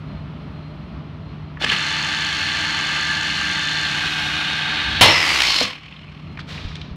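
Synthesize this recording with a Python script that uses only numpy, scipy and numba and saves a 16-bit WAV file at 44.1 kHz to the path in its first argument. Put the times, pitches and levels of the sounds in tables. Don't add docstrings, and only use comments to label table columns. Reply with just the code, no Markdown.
import sys
import numpy as np
from scipy import signal
from scipy.fft import rfft, irfft
from scipy.io import wavfile
from scipy.ndimage import uniform_filter1d, map_coordinates
from numba import njit

SR = 44100
rng = np.random.default_rng(int(sys.argv[2]) if len(sys.argv) > 2 else 0)


def dump(signal):
    limited = np.clip(np.atleast_2d(signal).T, -1, 1)
    pcm = np.round(limited * 32767).astype(np.int16)
    wavfile.write(sys.argv[1], SR, pcm)


N = 306932

# t/s, level/dB
SHOP_LEVEL = [(0, -32.5), (1.55, -34), (1.8, -37), (4.5, -35.5), (5.1, -37), (5.8, -45), (6.3, -35),
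              (6.96, -35.5)]
# f/Hz, level per Hz/dB
SHOP_SPECTRUM = [(15, -58), (38, -41), (55, -10), (100, -11), (170, -6.5), (300, -15.5), (450, -27.5),
                 (700, -27.5), (1300, -25.5), (1500, -32.5), (3000, -34.5), (4500, -44), (6000, -56),
                 (8000, -80), (16000, -91)]
# f/Hz, width/Hz, level against the background/dB
SHOP_HUM = [(90.1, 2.4, -12.5), (180.7, 3.4, -11), (225, 8.5, -28.5), (429, 6.8, -25), (599.3, 8.4, -25),
            (663, 17, -25)]
# t/s, lift/dB, half length/s
SWELLS = [(4.903, 13, .25), (6.7, 7.5, 0.98)]
# t/s, peak of the ring/dB, centre f/Hz, width/Hz
CLACKS = [(1.571, -25, 1440, 1300), (1.621, -12, 3320, 2610), (1.639, -13, 2510, 3000),
          (1.6441, -7, 2390, 3000), (1.6625, -15, 1730, 1186), (1.6736, -25, 2240, 2000),
          (1.683, -12, 3300, 2500), (1.6905, -14, 2650, 1500), (1.6985, -8, 2940, 1500),
          (1.704, -13, 3120, 1500), (1.7187, -9.5, 1660, 1200), (1.7312, -12, 2760, 2010),
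          (1.739, -19, 1540, 1500), (1.763, -8, 2800, 2300), (1.778, -19, 2480, 2000),
          (1.794, -15, 2800, 2500), (5.843, -40, 2720, 800), (5.881, -32, 2700, 1000),
          (5.923, -30, 2850, 1100), (5.964, -33, 3110, 1100), (6.031, -36, 2940, 1004),
          (6.08, -34.5, 2420, 700), (6.175, -40, 2800, 1100), (6.267, -41, 2700, 1100),
          (6.373, -24.5, 1700, 1900), (6.389, -24, 1510, 1500), (6.393, -27.5, 3600, 3000),
          (6.397, -28, 2500, 1800), (6.401, -30, 3900, 3000), (6.405, -29, 2600, 1800),
          (6.412, -32, 3300, 2200), (6.577, -25.5, 2290, 1200), (6.715, -31, 1500, 1800),
          (6.7545, -23, 2900, 3200), (6.765, -25.5, 2600, 2600), (6.814, -23, 3100, 1900)]
# t/s, level/dB
MESH = [(1.78, -36), (1.85, -37), (2.8, -31.5), (3.6, -31), (5.01, -32.5)]
# multiple of shaft speed, level against the mesh tone/dB
SHAFT_ORDERS = [(18, -13), (24, -17.5), (29, -22), (34, -13), (35, -12.5), (57, -14.5), (72, -13.5)]
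# multiple of BENCH_HZ, level/dB
BENCH_HUM = [(1, -49.5), (3, -48.5), (4, -44)]
# f/Hz, level per Hz/dB
CASE = [(150, -19.5), (250, -22), (303, -8.5), (484, -17.5), (875, -7.5), (1040, -11), (1580, -0.5),
        (1910, -4), (2910, -3), (4260, -9), (4990, -20), (9830, -47), (16000, -56.5)]
# f/Hz, width/Hz, lift/dB
CASE_PEAKS = [(865, 71, 5.5), (1167, 64, 9), (2186, 44, 7), (2975, 610, 7), (9550, 790, 5.5)]
CASE_PEAKS_BESIDE = [(1747, 97, 9.5), (2030, 65, 5), (2630, 72, 4.5), (3498, 95, 9), (4330, 460, 10)]
CASE_PEAKS_EDGE = [(1500, 73, 4.5), (1716, 61, 5.5), (742, 35, 9), (2000, 71, 3), (2506, 120, 7.5),
                   (3350, 73, 6.5), (3715, 150, 8), (4300, 300, 4.5)]
MIC_MOVES_S = (3.78, 4.12)
RATTLE_SPLIT_HZ = [2416, 3630, 5280, 10000]
RUNUP_LIFT_DB = [-4, -6, 11, 12]
BESIDE_LIFT_DB = [-2, -1, 14, 10]
EDGE_LIFT_DB = [-2.5, 1, 13.5, 14]
# t/s, peak/dB, pitch factor
KNOCKS = [(1.614, -21.5, 1.22), (1.639, -20, 0.91), (1.69, -21.5, 0.333), (1.72, -25, 0.714),
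          (1.769, -35, 0.73), (5.01, -7.5, 0.34), (5.083, -10, 1.2), (5.612, -12.5, 0.99),
          (5.635, -22, 0.39), (6.651, -18, 0.18), (6.915, -22, 0.25)]
# f/Hz (times pitch factor), level/dB, time to fall by 60 dB/s
FRAME = [(277, -6.5, 0.12), (506, -7, 0.094), (610, 9.5, 0.014), (677, -12, 0.058)]
# f/Hz, width/Hz, lift/dB
AIR = [(40, -29), (100, 9), (230, -11.5), (500, 0.5), (970, 3.5), (1700, 0), (2800, 4), (4200, 1),
       (5300, -11.5), (6300, -13.5), (9000, -30.5), (16000, -42)]
AIR_PEAKS = [(955, 110, 5.5), (2040, 170, 6.5), (3010, 660, 5), (4270, 180, 8), (5320, 300, 7)]
# f/Hz, level per Hz/dB
DRAG = [(120, -37.5), (200, -22.5), (310, -8), (440, -15.5), (1120, -6), (1650, -6), (2300, -2.5),
        (2900, -4.5), (3760, -10), (5500, -16), (6200, -19), (10000, -32), (16000, -43)]
# f/Hz, width/Hz, lift/dB
DRAG_PEAKS = [(2050, 170, 8), (2780, 280, 3.5)]
DRAG_SLOW_PEAKS = [(1110, 170, 6), (2150, 250, 4), (2500, 200, 1.5), (3030, 500, 7), (3620, 300, 3.5),
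                   (4250, 450, 11), (5220, 580, 8.5)]
# t/s, f/Hz, level against the drag/dB
SQUEAL = [(5.03, 5350, -2), (5.15, 5200, -6), (5.25, 5000, -8), (5.275, 4800, -13), (5.295, 4650, -8),
          (5.375, 4330, -8), (5.41, 4150, -26)]
# f/Hz, width/Hz, lift/dB
PUFF_SPECTRUM = [(240, -43), (430, -7), (977, -7.5), (1330, -8), (2350, -7.5), (3730, -4), (14000, -40)]
PUFF_PEAKS = [(2430, 100, 7.5), (3620, 110, 1)]

T = np.arange(N) / SR
HZ = np.fft.rfftfreq(N, 1 / SR) + 1e-3

START_S, RUNUP_S, VALVE_S = 1.59, 0.14, 5.0102

DEEP_DB, DEEP_RUNNING_DB = 6, 2
DRONE_HZ, DRONE_DB = 151.3, -4
WHINE_HZ, WHINE_DB, WHINE_SWELL_DB, WHINE_PEAK_S, WHINE_EVERY_S = 4152, -31.5, 3.5, .13, .617

CLACK_RISE_S, CLACK_T60_S, CLACK_DAMPING = 0.00071, 0.042, 0.7
CRACK_DB, CRACK_HZ, CRACK_S = 2, 5500., 0.0017
CRACK_GROWTH = 1.6

TEETH, MESH_HZ, BENCH_HZ = 32, 1594.2, 75.4
RATTLE_DB, SURGE_DB, SURGE_S, SURGE_WIDTH_S, ENGAGE_S = -27, 7.5, 1.705, 0.039, 0.015
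RUNUP_DB, BACKLASH_DB = -4, 3
DRIFT = .004
SHADE_S, SHADE_DB_S = 4.24, [-1.5, 4, -7.5, -12]
TICK_HZ, TICK_WIDTH_HZ, TICK_DB, TICK_SPREAD_DB = 6600, 1000, -47, 2.5

BLAST_DB, BLAST_RISE_S, BLAST_HOLD_S, BLAST_SAG_DB = 0, 0.00073, 0.028, -3.5
BLAST_FALL_DB_S, BLAST_LOW_DB = -175, 2

GRIP_S, LET_GO_S = 5.02, 5.635
RUBS_HZ, SLOWING_HZ_S, CREEP_HZ = 102, 99.6, 38.59
DRAG_DB, DRAG_SAG_DB, RELEASE_DB_S = -17.5, -4.5, -125
TAIL_DB, TAIL_DB_S = -43.5, -16
UPPER_DB, UPPER_RISE_DB, UPPER_TAIL_DB = -2, 10.5, -7.5
SHIFT_S, SHIFT_LENGTH_S = 5.38, 0.12
THROB_DB, THROB_END_S, THROB_FALL_DB_S = -40, 5.47, -90

PUFF_S, PUFF_RISE_S, PUFF_END_S, PUFF_DB, PUFF_FALL_DB_S = 6.465, 0.038, 6.9, -34.5, -36
PUFF_TREBLE_DB, PUFF_DULLS_DB_S = -2, -40

ROOM_T60_S, ROOM_DB = 0.33, -14
OVERLOAD, KNEE, TOP_HZ = .66, 4., 15750


def undb(db):
    return 10 ** (np.asarray(db) / 20)


def unit(x):
    return x / np.sqrt(np.mean(x ** 2))


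def since(s):
    return np.maximum(T - s, 0)


def ramp(s, length):
    return np.clip((T - s) / length, 0, 1)


def read(table):
    s, *columns = np.transpose(table)
    gate = uniform_filter1d(1. * ((T > s[0]) & (T < s[-1])), size=300)
    return [np.interp(T, s, c) for c in columns] + [gate]


def colour(x, spectrum, peaks=()):
    hz, db = np.transpose(spectrum)
    shape_db = np.interp(np.log(HZ), np.log(hz), db)
    for centre_hz, width_hz, lift_db in peaks:
        shape_db = shape_db + lift_db / (1 + (2 * (HZ - centre_hz) / width_hz) ** 2)
    return unit(irfft(rfft(x) * undb(shape_db), N))


def above(x, hz):
    return irfft(rfft(x) / (1 + (hz / HZ) ** 12), N)


def walk(rate):
    k = max(int(SR / rate), 1)
    steps = np.repeat(rng.standard_normal(N // k + 1), k)
    return unit(uniform_filter1d(uniform_filter1d(steps, k), k)[:N])


def grit(rate, spread_db):
    return rng.standard_normal(N) * undb(spread_db * walk(rate))


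def sway(x, drift):
    return map_coordinates(x, [np.arange(N) + np.cumsum(drift)], mode="mirror")


@njit
def svf(x, hz, width):
    y, b, l = np.empty(len(x)), 0., 0.
    for i in range(len(x)):
        g, k = np.tan(np.pi * hz[i] / SR), width / hz[i]
        v = (b + g * (x[i] - l)) / (1 + g * (g + k))
        b, l, y[i] = 2 * v - b, l + 2 * g * v, k * v
    return y


def narrow_noise(hz, width):
    return unit(svf(rng.standard_normal(N), np.full(N, 1. * hz), 1. * width))


def add(out, s, x):
    i = int(s * SR)
    out[i:i + len(x)] += x[:N - i]


def shop():
    level_db, _ = read(SHOP_LEVEL)
    deep_db = DEEP_DB + (DEEP_RUNNING_DB - DEEP_DB) * ramp(START_S, RUNUP_S)
    for s, db, half in SWELLS:
        deep_db = deep_db + db * np.maximum(1 - np.abs(T - s) / half, 0)
    wide = colour(grit(14, 0.81), SHOP_SPECTRUM)
    deep = wide - above(wide, 100)
    out = undb(-3.0) * (wide + (undb(deep_db) - 1) * deep)
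    drone = np.sqrt(2) * np.sin(2 * np.pi * DRONE_HZ * T + .2 * walk(6))
    out += undb(DRONE_DB + 1.3 * walk(7)) * drone
    for hz, width, db in SHOP_HUM:
        out += undb(db + 1.8 * walk(5)) * narrow_noise(hz, width)
    swell_db = WHINE_SWELL_DB * np.cos(2 * np.pi * (T - WHINE_PEAK_S) / WHINE_EVERY_S)
    out += undb(WHINE_DB + swell_db) * narrow_noise(WHINE_HZ, 12)
    return out * undb(level_db)


def clacks():
    out, t = np.zeros(N), T[:4000]
    noises = rng.standard_normal((len(CLACKS), len(t)))
    for (s, db, hz, width), noise in zip(CLACKS, noises):
        t60 = CLACK_T60_S * (1000 / width) ** CLACK_DAMPING
        ring = noise * np.minimum(t / CLACK_RISE_S, 1) * np.exp(-np.log(1000) * t / t60)
        crack = noise * np.exp(-t / CRACK_S)
        for widen in (1., 1.3, 1.6, 2.):
            ring = svf(ring, np.full(len(t), 1. * hz), max(widen * width, 200.))
            crack = svf(crack, np.full(len(t), CRACK_HZ), 4500.)
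        edge = undb(CRACK_DB + CRACK_GROWTH * db) * crack
        add(out, s, undb(db) * (ring / np.max(np.abs(ring)) + edge))
    return out


def gears():
    mesh_db, singing = read(MESH)
    running = ramp(START_S, ENGAGE_S) ** 2 * (1 - ramp(VALVE_S, .008))
    moved = np.interp(T, MIC_MOVES_S, (0, 1))
    fast = ramp(START_S + RUNUP_S / 2, RUNUP_S)
    turn = 2 * np.pi * MESH_HZ / TEETH * T

    level_db = RATTLE_DB + SURGE_DB * np.exp(-((T - SURGE_S) / SURGE_WIDTH_S) ** 2)
    level_db = level_db + (RUNUP_DB + BACKLASH_DB * walk(150)) * (1 - fast)
    impacts = grit(700, 1.18) * (1 + 0.045 * np.cos(2 * turn))
    beside_head = colour(impacts, CASE, CASE_PEAKS + CASE_PEAKS_BESIDE)
    table_edge = colour(impacts, CASE, CASE_PEAKS + CASE_PEAKS_EDGE)
    rattle = sway((1 - moved) * beside_head + moved * table_edge, DRIFT * walk(4))

    parts = [rattle] + [above(rattle, hz) for hz in RATTLE_SPLIT_HZ] + [0]
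    low = parts[0] - parts[1]
    out = low * undb(0.49 * walk(6.42))
    lifts = zip(RUNUP_LIFT_DB, BESIDE_LIFT_DB, EDGE_LIFT_DB, SHADE_DB_S)
    for k, (slow, beside, edge, shade) in enumerate(lifts):
        lift_db = slow + fast * (beside - slow) + moved * (edge - beside) + shade * since(SHADE_S)
        out += (parts[k + 1] - parts[k + 2]) * undb(lift_db + .3 * walk(6))

    tones = undb(0.62 * walk(9.8)) * np.sin(TEETH * turn + 0.4 * walk(40))
    for order, db in SHAFT_ORDERS:
        tones += undb(db + 5.3 * walk(5.7)) * np.sin(order * turn + 0.66 * walk(15))
    hum = np.zeros(N)
    for k, db in BENCH_HUM:
        hum += undb(db + 0.67 * walk(4.7)) * np.sin(2 * np.pi * k * BENCH_HZ * T + 0.75 * walk(9))

    once_a_turn = np.diff(np.floor(turn / (2 * np.pi)), prepend=0)
    tick = once_a_turn * undb(TICK_SPREAD_DB * rng.standard_normal(N))
    for _ in range(2):
        tick = svf(tick, np.full(N, TICK_HZ), TICK_WIDTH_HZ)
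    tick = undb(TICK_DB) * (1 - moved) * unit(tick)
    sung = np.sqrt(2) * (undb(mesh_db) * tones + hum + tick)
    return running * undb(level_db) * out / np.std(low) + singing * sung


def knocks():
    out, t = np.zeros(N), T[:12000]
    for s, db, pitch in KNOCKS:
        ring = np.zeros(len(t))
        for hz, mode_db, t60 in FRAME:
            fade = np.exp(-np.log(1000) * t / t60)
            ring += undb(mode_db) * np.sin(2 * np.pi * pitch * hz * t) * fade
        ring = ring * (1 - np.exp(-t * pitch / .0012))
        add(out, s, undb(db) * ring / np.max(np.abs(ring)))
    return out


def blast():
    level_db = BLAST_DB + BLAST_SAG_DB * ramp(VALVE_S, BLAST_HOLD_S)
    level_db = level_db + BLAST_FALL_DB_S * since(VALVE_S + BLAST_HOLD_S)
    air = colour(grit(300, 1.4), AIR, AIR_PEAKS)
    high = above(air, 1080)
    return ramp(VALVE_S, BLAST_RISE_S) * undb(level_db) * (high + undb(BLAST_LOW_DB) * (air - high))


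def brake():
    rub_hz = np.maximum(RUBS_HZ - SLOWING_HZ_S * since(GRIP_S), CREEP_HZ)
    phase = np.cumsum(rub_hz) / SR
    slowed = ramp(GRIP_S, LET_GO_S - GRIP_S)
    release_s = (TAIL_DB - DRAG_DB - DRAG_SAG_DB) / RELEASE_DB_S
    tail_s = LET_GO_S + release_s
    loose = ramp(LET_GO_S, release_s)
    level_db = DRAG_DB + DRAG_SAG_DB * slowed ** 2
    level_db = level_db + RELEASE_DB_S * release_s * loose + TAIL_DB_S * since(tail_s)
    dulled = np.sqrt(loose)
    upper_db = (1 - dulled) * (UPPER_DB + UPPER_RISE_DB * slowed) + dulled * UPPER_TAIL_DB

    grip = 1 + 0.72 * np.sin(np.pi * phase) ** 6 * undb(2.0 * walk(60))
    tail_flutter = undb(ramp(tail_s, .05) * walk(60))
    lining = grit(600, 0.77) * grip * tail_flutter
    late = ramp(SHIFT_S, SHIFT_LENGTH_S)
    drag = (1 - late) * colour(lining, DRAG, DRAG_PEAKS) + late * colour(lining, DRAG, DRAG_SLOW_PEAKS)
    drag = sway(drag, 3 * DRIFT * walk(12))
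    high = above(drag, 3500)
    low = drag - high

    squeal_hz, squeal_db, _ = read(SQUEAL)
    squeal = svf(grip * grit(70, 1.5), squeal_hz * (1 + .015 * walk(40)), 380.)
    squeal = unit(svf(squeal, squeal_hz, 600.))
    rub = (low + undb(upper_db) * high) / np.std(low) + undb(squeal_db) * squeal
    tone_db = THROB_DB + THROB_FALL_DB_S * since(THROB_END_S)
    tone = np.sqrt(2) * undb(tone_db) * np.sin(2 * np.pi * phase)
    return ramp(GRIP_S, 0.0076) * (undb(level_db) * rub + tone)


def puff():
    gate = ramp(PUFF_S, PUFF_RISE_S) * (1 - ramp(PUFF_END_S, 0.079))
    level_db = PUFF_DB + PUFF_FALL_DB_S * since(PUFF_S + PUFF_RISE_S)
    treble_db = PUFF_TREBLE_DB + PUFF_DULLS_DB_S * since(PUFF_S)
    hiss = colour(grit(250, 1.1), PUFF_SPECTRUM, PUFF_PEAKS)
    return gate * undb(level_db) * (hiss + (undb(treble_db) - 1) * above(hiss, 6200))


def room(x):
    t = T[:int(ROOM_T60_S * SR)]
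    fade = np.exp(-np.log(1000) * t / ROOM_T60_S) * np.minimum(t / 0.012, 1)
    tail = signal.lfilter([1], [1, -.5], rng.standard_normal(len(t)) * fade)
    tail = tail / np.sqrt(np.sum(tail ** 2))
    return x + undb(ROOM_DB) * signal.fftconvolve(x, tail)[:N]


def scene():
    echoing = room(clacks() + knocks() + blast() + puff())
    return (shop() + gears() + brake() + echoing)[None]


def record(dry):
    flat = dry / (1 + np.abs(dry / OVERLOAD) ** KNEE) ** (1 / KNEE)
    return signal.sosfilt(signal.ellip(10, .2, 80, TOP_HZ, fs=SR, output="sos"), flat)


dry = scene()
out = record(dry)
dump(out)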